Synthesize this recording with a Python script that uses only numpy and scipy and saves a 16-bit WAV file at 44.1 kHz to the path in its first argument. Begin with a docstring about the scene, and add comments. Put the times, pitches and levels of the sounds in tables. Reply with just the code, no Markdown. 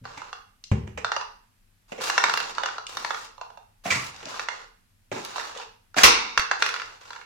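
"""A faint low rumble under hiss, a soft footfall, then hollow knocks and scrapes across a tiled kitchen floor.
A puppy chases a small plastic container: modal rings make its knocks and footfalls, shaped noise its
scrapes, claw clicks and paw scuffs. Near six seconds a hard swipe crashes it into a cupboard; a duller,
ringing echo lingers. Banded, decaying noise gives the hard room's echo; two microphones colour the result."""
import sys
import numpy as np
from scipy import signal
from scipy.fft import rfft, irfft, next_fast_len
from scipy.io import wavfile

SR = 44100
rng = np.random.default_rng(int(sys.argv[2]) if len(sys.argv) > 2 else 0)


def master(y):
    """Save y as 16-bit WAV."""
    cut = np.clip(np.atleast_2d(y).T, -1, 1)
    pcm = np.round(cut * 32767)  # scale
    wavfile.write(sys.argv[1], SR, pcm.astype(np.int16))


N = 319813
TIME = np.arange(N) / SR  # s

# pushes that slide the container: start_s, length_s, level_db, slowing_db_per_s, bite_db of the rim on the tile
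SLIDE_MOVES = [(0.036, 0.26, -50.5, 7, -14), (1.878, .13, -61.5, 1, 7), (2.005, 0.096, -34.5, 18, 6.5),
               (2.114, 0.4, -38.5, 10, -4), (2.548, 0.22, -44, 20, -14.5), (2.88, .38, -48, 4.5, 5.5),
               (3.837, .255, -44.5, 20.5, 11.5), (4.131, 0.17, -50.5, 11, -4),
               (4.281, 0.15, -43.5, 4, -1.5), (4.51, .13, -45, 68.5, -11.5), (5.114, 0.25, -45.5, 7, 0),
               (5.351, .17, -42, 24, -2), (5.539, 0.09, -43.5, 38, -9.5), (5.96, .06, -30.5, 6, 6.5),
               (6.587, 0.38, -38.5, 48, -5), (7.0, 0.23, -52.5, 24, -3)]
# ring of the stiff container walls: pitch_hz before detuning, level_db, t60_s
STIFF_WALLS = [(2748, -2.5, 0.039), (3536, -1, 0.026), (4148, 1.5, 0.014), (4580, -3, 0.02),
               (5800, -10.5, .012), (6260, -11.5, 0.0071), (7540, -20.5, .008)]
# bright spectrum of hard edges and grit on tile: frequency_hz, level_db
GRIT_SPECTRUM = [(4000, -28.5), (7500, -5.5), (10000, 1.5), (13000, -3.5), (16000, -7)]


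def undb(db):
    """Decibels to gain."""
    return 10 ** (np.asarray(db) / 20)


def fade(t, t60):
    """Exponential decay, 60 dB down after t60 seconds."""
    return np.exp(-np.log(1000) * t / t60)


def unit(x):
    """Scale to an rms of one."""
    return x / np.sqrt(np.mean(x ** 2))


def band(x, lo_hz, hi_hz, order=3):
    """Causal band-pass."""
    sections = signal.butter(order, [lo_hz, min(hi_hz, SR / 2 - 10)], "band", fs=SR, output="sos")
    return signal.sosfilt(sections, x)


def colour(x, points):
    """Filter x by a curve of (Hz, dB) points, joined by straight lines over log frequency."""
    hz, db = np.transpose(points)
    size = next_fast_len(x.shape[-1] + 4096)  # padding keeps the filter's tail from wrapping round
    f = np.maximum(np.arange(size // 2 + 1) * SR / size, 1)
    gain = undb(np.interp(np.log(f), np.log(hz), db))
    return irfft(rfft(x, size) * gain, size)[..., :x.shape[-1]]


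def resonate(x, hz, width_hz):
    """One resonance, gain one at its centre."""
    return signal.lfilter(*signal.iirpeak(hz, hz / width_hz, SR), x)


def pair(size, alike):
    """Noise at the two microphones, with a share of its power in common."""
    alike = np.clip(alike, 0, 1)
    common = np.sqrt(alike) * rng.standard_normal(size)
    return common + np.sqrt(1 - alike) * rng.standard_normal((2, size))


def grains(size, spread_db, alike, count=24):
    """Noise broken into tiny contacts, count samples long, of very uneven strength."""
    strength = undb(spread_db * np.minimum(rng.exponential(size=size // count + 1), 5))
    return unit(pair(size, alike) * np.repeat(strength, count)[:size])


def panned(db):
    """Channel gains for a left minus right level in dB."""
    return undb(np.array([[db], [-db]]) / 2)


def add(out, s, sound):
    """Mix a sound in at time s, in seconds."""
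    start = min(max(int(s * SR), 0), N - 1)
    out[:, start:start + sound.shape[1]] += sound[:, :N - start]


def house():
    """Low rumble largely common to both microphones, under hiss that is mostly separate."""
    # spectrum of the quiet house and microphone hiss: frequency_hz, level_db
    quiet_spectrum = [(15, -35), (25, -4), (64, -24.5), (107, -11), (130, -31), (189, -24.5), (262, -28.5),
                      (300, -37), (622, -40), (1640, -37), (6690, -44), (12500, -43), (15900, -53)]
    air = band(pair(N, 0.59), 6.9, 270) + band(pair(N, 0.13), 230, 17000)
    return unit(colour(air, quiet_spectrum)) * undb(-62.5)


def thuds(size=24000):
    """A heel lands and the floor booms, alike at both microphones; each bump rings for its own length."""
    # heavy footfalls and bumps: start_s, peak_db, pitch_hz, ring_length as a share of the full boom
    footfalls = [(0.014, -39, 118.5, 1.24), (0.715, -9.5, 101.6, 0.64), (0.834, -34, 99.8, 1.3),
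                 (0.955, -39, 76.5, 1.5), (3.914, -34.5, 93.8, 1.4), (3.96, -32, 128.7, 0.9),
                 (6.037, -24, 55, 0.97), (6.393, -29.5, 59.6, 0.028)]
    # what a footfall sets ringing: multiple of its pitch, level_db, t60_s of the full boom
    boom_modes = [(.7, -20.5, 0.7), (0.999, -2.5, 0.16), (1.1, -19.5, 0.48), (1.35, -5.5, 0.12),
                  (2.058, -10.5, 0.16), (3.751, -25.5, 0.21), (4.649, -30, 0.16)]
    out, t = np.zeros((2, N)), TIME[:size]
    for s, db, hz, length in footfalls:
        length = max(length, .05)
        boom = sum(undb(mode_db) * np.sin(2 * np.pi * hz * multiple * t) * fade(t, t60 * length)
                   for multiple, mode_db, t60 in boom_modes)
        boom = boom * (1 - np.exp(-t / 0.0067))  # soft onset
        add(out, s, undb(db) * boom[None] / np.abs(boom).max())
    return out


def echo(early_db=-11, late_db=-8.5, size=26000):
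    """Floor and cupboards answer at once; the diffuse echo swells in and loses its treble first."""
    # echo tone: frequency_hz, level_db
    room_tone = [(60, -16.5), (200, -3), (350, 3), (460, 9), (600, -0.5), (900, 5), (1400, 2.5), (2000, 2),
                 (2500, 2.5), (2750, 3.5), (3100, 1.5), (5500, 4.5), (8500, 5), (15000, 1.5)]
    # echo decay: frequency_hz, t60_s
    room_fade = [(100, 0.74), (500, 0.4), (1400, 0.44), (2700, 0.43), (6000, 0.43), (9000, 0.23),
                 (15000, 0.15)]
    t = TIME[:size]
    hz, t60 = np.transpose(room_fade)
    edges = np.geomspace(40, 18000, 12)
    late = np.zeros((2, size))
    for lo, hi in zip(edges, edges[1:]):
        alike = .9 if lo < 200 else .1  # bass nearly the same at both microphones
        band_t60 = np.interp(np.log(lo * hi) / 2, np.log(hz), t60)
        late += band(pair(size, alike), lo, hi) * fade(t, band_t60)
    late = late * (1 - np.exp(-t / 0.0071))
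    early = grains(size, spread_db=3, alike=0.05, count=4) * fade(t, 0.03) * (t > .0015)
    mixed = undb(early_db) * unit(early) + undb(late_db) * unit(late)
    return colour(mixed, room_tone) / np.sqrt(size)


def kitchen(dry, count=4):
    """Container and microphones keep moving, so successive bounces meet different patterns of reflections."""
    # crossfade round a cycle of echoes, one step every 60 ms
    place = TIME / .06 % count
    wet = np.zeros((2, N))
    for k in range(count):
        distance = np.abs((place - k + count / 2) % count - count / 2)
        share = np.sqrt(np.maximum(1 - distance, 0))
        wet += signal.fftconvolve(dry * share, echo(), axes=1)[:, :N]
    return wet


def slides(judder_db=1.5, attack_s=0.013, release_s=0.02):
    """The rim catches on the rough tile many times a second: the faces drum, the walls rasp, grit hisses."""
    # drumming of the container faces: frequency_hz, level_db
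    drum_spectrum = [(100, -25), (250, -13), (450, -5.5), (600, -7), (900, 1), (1400, -1.5), (2100, -9.5),
                     (3200, -20.5), (6000, -53.5)]
    # rasp of the container walls: frequency_hz, level_db
    rasp_spectrum = [(1200, -29), (2200, -10), (2750, 2), (3100, -4), (3700, 2), (5500, -1.5), (7000, -3),
                     (8500, -16.5), (12000, -44)]
    rasp_db, grit_db = -2.5, -18.5  # against the drumming, before bite
    rasp_bite = .3  # share of the bite that reaches the rasp; the grit takes all of it
    out = np.zeros((2, N))
    # the pressure on the rim jumps about as the container rocks
    judder = undb(judder_db * unit(band(rng.standard_normal(N), 8.1, 70)))
    catches = grains(N, spread_db=2.5, alike=0.23) * judder
    drum = unit(colour(catches, drum_spectrum)) * panned(-1.0)
    rasp = unit(colour(catches, rasp_spectrum))
    grit = unit(colour(catches, GRIT_SPECTRUM))
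    for s, length, db, slowing, bite_db in SLIDE_MOVES:
        # a push gets it going quickly, friction slows it, then it stops
        moving = np.flatnonzero((TIME > s) & (TIME < s + length + release_s))
        t = TIME[moving] - s
        start = np.minimum(t / attack_s, 1)
        stop = np.minimum(1 - (t - length) / release_s, 1)
        speed = start * undb(-slowing * t) * stop
        scrape = drum[:, moving] + undb(rasp_db + rasp_bite * bite_db) * rasp[:, moving]
        scrape += undb(grit_db + bite_db) * grit[:, moving]
        out[:, moving] += undb(db) * speed * scrape
    return out


def shell(modes, t, tone_hz, octaves, scatter, alike, detune=0.036):
    """Ring modes; each point of contact favours those near its tone and weights them anew."""
    hz, db, t60 = np.transpose(modes)
    hz = hz * (1 + detune * rng.standard_normal(len(hz)))
    nearness = np.exp(-.5 * (np.log2(hz / tone_hz) / octaves) ** 2)
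    weight = undb(db) * nearness * (1 + scatter * pair(len(hz), alike))
    rings = np.sin(2 * np.pi * hz[:, None] * t) * fade(t, t60[:, None])
    return unit(weight @ rings)


def tick(t):
    """The brief bright snap of a hard edge on tile, as decaying coloured noise."""
    return unit(colour(pair(len(t), 0.39), GRIT_SPECTRUM) * fade(t, .012))


def knock(db, tone_hz, edge, hollow_hz=455, hollow_db=-16, size=4096):
    """A landing rings the hollow faces and the thin walls, with a snap on top."""
    # low modes that move whole faces: pitch_hz before detuning, level_db, t60_s
    whole_faces = [(518, -13, 0.052), (785, -23, 0.011), (986, -1, 0.015), (1202, -0.5, 0.013),
                   (1434, 8.5, 0.009), (1709, -3.5, .012), (2240, -11.5, 0.023)]
    # nearer the rim the walls ring and the edge ticks more: level on a flat face, rise up to the rim
    wall_db, wall_rise_db = -11.5, 8.5
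    tick_db, tick_rise_db = -59, 40.5
    t = TIME[:size]
    # a gentle tap is a long contact that wakes few modes; a hard one is short and wakes many
    contact_s = np.interp(db, [-30, -8], [.0014, .0005])
    reach = np.interp(db, [-30, -8], [.45, .65])  # scales the octaves around the tone
    swing = 1 - np.exp(-(t / contact_s) ** 2)
    faces = unit(shell(whole_faces, t, tone_hz, octaves=0.95 * reach, scatter=0.42, alike=0.97) * swing)
    burst = pair(size, 0.4) * fade(t, .022)
    chatter = unit(band(burst, tone_hz / 2 ** (1.1 * reach), tone_hz * 2 ** reach, order=4))
    # the air in the tub hums wherever it is struck; so small a body radiates no bass
    hollow = unit(np.sin(2 * np.pi * hollow_hz * t) * fade(t, 0.033))
    faces = unit(band(faces + undb(-2) * chatter + undb(hollow_db) * hollow, 350, 8000))
    crack = unit(band(pair(size, 0.1) * fade(t, .022), 1900, 6320, order=4))
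    wall_ring = unit(shell(STIFF_WALLS, t, 4300, octaves=1.9, scatter=0.88, alike=0.13) * swing)
    walls = unit(wall_ring + crack)
    pan_db = -2 - rng.standard_normal()  # left minus right, scattered by 1 dB
    sound = faces * panned(pan_db) + undb(wall_db + wall_rise_db * edge) * walls
    sound += undb(tick_db + tick_rise_db * edge) * tick(t)
    return sound * undb(db) / np.abs(faces.mean(0)).max()


def container(count=2):
    """The container tumbles in clear knocks, and rocks into a few random taps during every slide."""
    # landings on the tiles: start_s, peak_db of the face ring, pitch_hz of the hollow tone,
    # edge (0 flat on a face to 1 on the rim)
    landings = [(0.053, -27, 1074, 0), (0.175, -33, 990, 0.24), (0.217, -28, 1090, 0),
                (0.329, -22, 1110, 0.52), (1.046, -10, 960, 0.28), (1.118, -11.5, 1180, 0.3),
                (1.164, -16, 1017, 0.55), (1.211, -23.5, 1130, 0.49), (2.099, -10, 1240, 0.86),
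                (2.179, -3.5, 1330, 0.5), (2.239, -6, 1300, 0.61), (2.296, -12, 1220, 0.78),
                (2.338, -15, 1250, 0.93), (2.374, -15, 1370, 1), (2.402, -19.5, 1080, 0.98),
                (2.582, -13.5, 1130, 0.1), (2.634, -15.5, 1140, 0.66), (2.659, -16.5, 1160, 0.67),
                (2.687, -23, 1500, 0.42), (2.782, -21, 1010, 0.2), (2.97, -17, 1400, 0.91),
                (3.047, -16.5, 1330, 0.62), (3.106, -15, 1280, 0.13), (3.145, -20.5, 1520, .25),
                (3.379, -35.5, 894, 0.18), (3.412, -26.5, 920, 0.2), (3.502, -37, 870, 0),
                (3.573, -35.5, 924, 0), (4.342, -27, 1320, 0.59), (4.395, -16.5, 1470, 0.6),
                (4.486, -13, 1406, 0.42), (5.359, -24.5, 920, 0.43), (5.381, -21, 980, .4),
                (5.396, -24.5, 1620, 0.85), (5.411, -28, 1190, 0.92), (5.586, -35, 910, .5),
                (5.943, -29.5, 1300, 0.031), (6.376, -2.5, 1470, 0.71), (6.395, -12.5, 1560, 1),
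                (6.513, -6.5, 1330, 0.18), (6.623, -5, 1750, 0.66), (6.662, -17, 1750, 0.93),
                (6.69, -21, 1560, 0.99), (6.74, -20.5, 1490, 0.78), (6.762, -23.5, 1450, .8),
                (6.798, -22.5, 1720, 0.33), (6.818, -21, 1530, 0.5), (7.105, -29, 1130, 0.55),
                (7.131, -29.5, 1520, 0.76), (7.161, -31, 1330, .25), (7.213, -33.5, 1630, .25)]
    above_slide_db, spread_db = 9, 4  # tap peak and its scatter
    tap_hz, spread_octaves, tap_edge = 1182, .25, 0.7
    out = np.zeros((2, N))
    for s, db, tone_hz, edge in landings:
        add(out, s, knock(db, tone_hz, edge))
    for s, length, db, slowing, _ in SLIDE_MOVES:
        moments, chances = rng.random(count), rng.standard_normal((count, 2))
        for share, (force, spot) in zip(moments, chances):
            delay = share * length
            tap_db = db - slowing * delay + above_slide_db + spread_db * force
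            add(out, s + delay, knock(tap_db, tap_hz * 2 ** (spread_octaves * spot), tap_edge))
    return out


def scuffs(size=20000):
    """A skid is a dying burst of small contacts: low weight, pad slap, plastic rasp, a resonance and hiss."""
    # paws and slippers scuff and shove: start_s, level_db, t60_s, weight_db, resonance_hz
    skids = [(0.172, -42, 0.094, -2, 2060), (0.715, -32, 0.091, -27, 484), (0.871, -42.5, 0.054, 6, 406),
             (0.974, -28, 0.058, -13.5, 468), (1.918, -32, 0.062, -6.5, 448),
             (1.978, -40.5, 0.46, -13, 490), (2.24, -55.5, 1, 5.5, 487), (2.949, -55, 1, -2, 476),
             (3.853, -31.5, .2, -1, 706), (3.902, -23, 0.16, -17, 2340), (3.922, -19, 0.06, -26, 1950),
             (3.95, -29, 0.12, -8, 2150), (3.965, -37.5, 0.37, -11, 1185), (4.226, -42, 0.081, -4, 464),
             (4.256, -45, 0.2, -2.5, 654), (5.115, -31.5, 0.11, 2.5, 362), (5.16, -41, 0.2, 2, 400),
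             (5.557, -42, 0.11, -14, 473), (5.612, -42, 0.054, -16.5, 2800), (5.965, -25.5, 0.21, -7, 708),
             (5.982, -13.5, 0.045, -9, 1700)]
    soft_hz = 460  # a soft pad's resonance
    out, t = np.zeros((2, N)), TIME[:size]
    for s, db, t60, weight_db, ring_hz in skids:
        # each octave up towards claw on plastic has less slap and more hiss
        hardness = np.log2(ring_hz / soft_hz)
        pad_db, hiss_db = 1 - 5.5 * hardness, -8.5 + 2.5 * hardness
        rub = grains(size, spread_db=3.5, alike=0.43)
        weight = undb(weight_db) * unit(band(pair(size, 0.91), 110, 300))
        pad = undb(pad_db) * unit(band(rub, 290, 1030))
        rasp = unit(band(rub, 990, 2600)) * panned(-3.5)
        ring = undb(0.5) * unit(band(pair(size, 1.0), .92 * ring_hz, ring_hz / .92, order=2))
        bright = unit(band(rub, 2700, 7500)) + undb(-16.5) * unit(colour(rub, GRIT_SPECTRUM))
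        hiss = undb(hiss_db) * bright
        envelope = fade(t, t60) * (1 - np.exp(-t / 0.0016))
        add(out, s, undb(db) * (weight + pad + rasp + ring + hiss) * envelope)
    return out


def claws(size=2048):
    """Claws and teeth ring the stiff walls in small hard clicks without the hollow tone."""
    # claw and tooth clicks: start_s, peak_db of the ring, pitch_hz, tick_db against the ring
    contacts = [(0.6396, -28.5, 6460, -46), (2.5504, -28.5, 4560, -37), (2.8673, -22, 2500, -35),
                (4.1622, -32, 6120, -37.5), (4.2552, -24, 2600, -39.5), (5.2491, -24, 7000, -8.5),
                (5.5746, -27, 2770, -33.5)]
    out, t = np.zeros((2, N)), TIME[:size]
    for s, db, hz, tick_db in contacts:
        modes = shell(STIFF_WALLS, t, hz, octaves=0.55, scatter=3.3, alike=.3)
        burst = unit(band(pair(size, 0.17) * fade(t, .02), 2400, 6860))
        ring = unit(modes + burst)
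        add(out, s, (ring + undb(tick_db) * tick(t)) * undb(db) / np.abs(ring).max())
    return out


def crash(s=6.034, blow_db=-4.5, blow_t60=0.19, splash_t60=0.13, tail_db=-20.0, tail_t60=0.76,
          peaks_db=-3, size=36000):
    """The container slams into a cupboard in a clatter whose treble dies first; a duller, ringing echo lingers."""
    # clatter of the blow: frequency_hz, level_db
    crash_spectrum = [(35, -41), (60, -18), (287, -12.5), (447, -7), (538, -13.5), (800, -13.5), (1030, -5),
                      (1370, -3.5), (1690, -8), (2760, -4), (3100, -8.5), (5820, -10), (7700, -20.5),
                      (14100, -20), (15900, -28)]
    # lingering echo of the blow: frequency_hz, level_db
    tail_spectrum = [(59, -49), (100, -14), (293, -9), (332, -23), (425, -10), (630, -16.5), (972, 0.5),
                     (1920, -15), (2680, -6), (3090, -28), (3810, -11), (5750, -12), (14000, -58)]
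    # resonances that ring in the lingering echo: frequency_hz, width_hz, level_db
    tail_peaks = [(1440, 100, 11), (2200, 160, 13), (2720, 71, 9), (3650, 110, 9.5), (4500, 41, -10),
                  (6000, 45, -3.5), (6620, 150, -14), (7880, 150, -22)]
    out, t = np.zeros((2, N)), TIME[:size]
    clatter = unit(colour(pair(size, 0.12), crash_spectrum))
    body = band(clatter, 30, 7500, order=5) * fade(t, blow_t60)
    splash = band(clatter, 6850, 22000, order=5) * fade(t, splash_t60)
    tail_noise = pair(size, 0.35)
    rings = sum(undb(db) * resonate(tail_noise, hz, width) for hz, width, db in tail_peaks)
    ringing = unit(colour(tail_noise, tail_spectrum)) + undb(peaks_db) * unit(rings)
    tail = unit(band(ringing, 270, 6900, order=4)) * fade(t, tail_t60)
    add(out, s, undb(blow_db) * (body + splash) + undb(tail_db) * tail)
    return out


def scene():
    """Everything on the floor, its echo, and the quiet house."""
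    dry = container() + claws() + scuffs() + thuds() + slides() + crash()
    return dry + kitchen(dry) + house()


def microphones(x):
    """Two ports a hand apart hear nearly the same bass, and each colours the sound its own way."""
    # difference between the ports: frequency_hz, left_minus_right_db
    port_balance = [(120, 1), (330, 0.5), (700, -0.5), (1500, -1.5), (2800, -5.5), (4800, 4), (9000, 3.5),
                    (14000, 0.5)]
    mid, side = (x[0] + x[1]) / 2, (x[0] - x[1]) / 2
    # stereo width by frequency: (Hz, dB)
    side = colour(side, [(30, -4), (90, -11.5), (180, -4), (350, -2.5), (600, 6.0), (1200, 1)])
    left = colour(mid + side, [(hz, db / 2) for hz, db in port_balance])
    right = colour(mid - side, [(hz, -db / 2) for hz, db in port_balance])
    return np.array([left, right])


def record(dry):
    """The microphones' signal has peaks near full scale rounded off and its top cut above 16 kHz."""
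    heard = microphones(dry)
    rounded = heard / (1 + heard ** 4) ** (1 / 4)
    top_cut = signal.ellip(10, .2, 70, 16000, fs=SR, output="sos")
    return signal.sosfilt(top_cut, rounded)


dry = scene()
out = record(dry)
master(out)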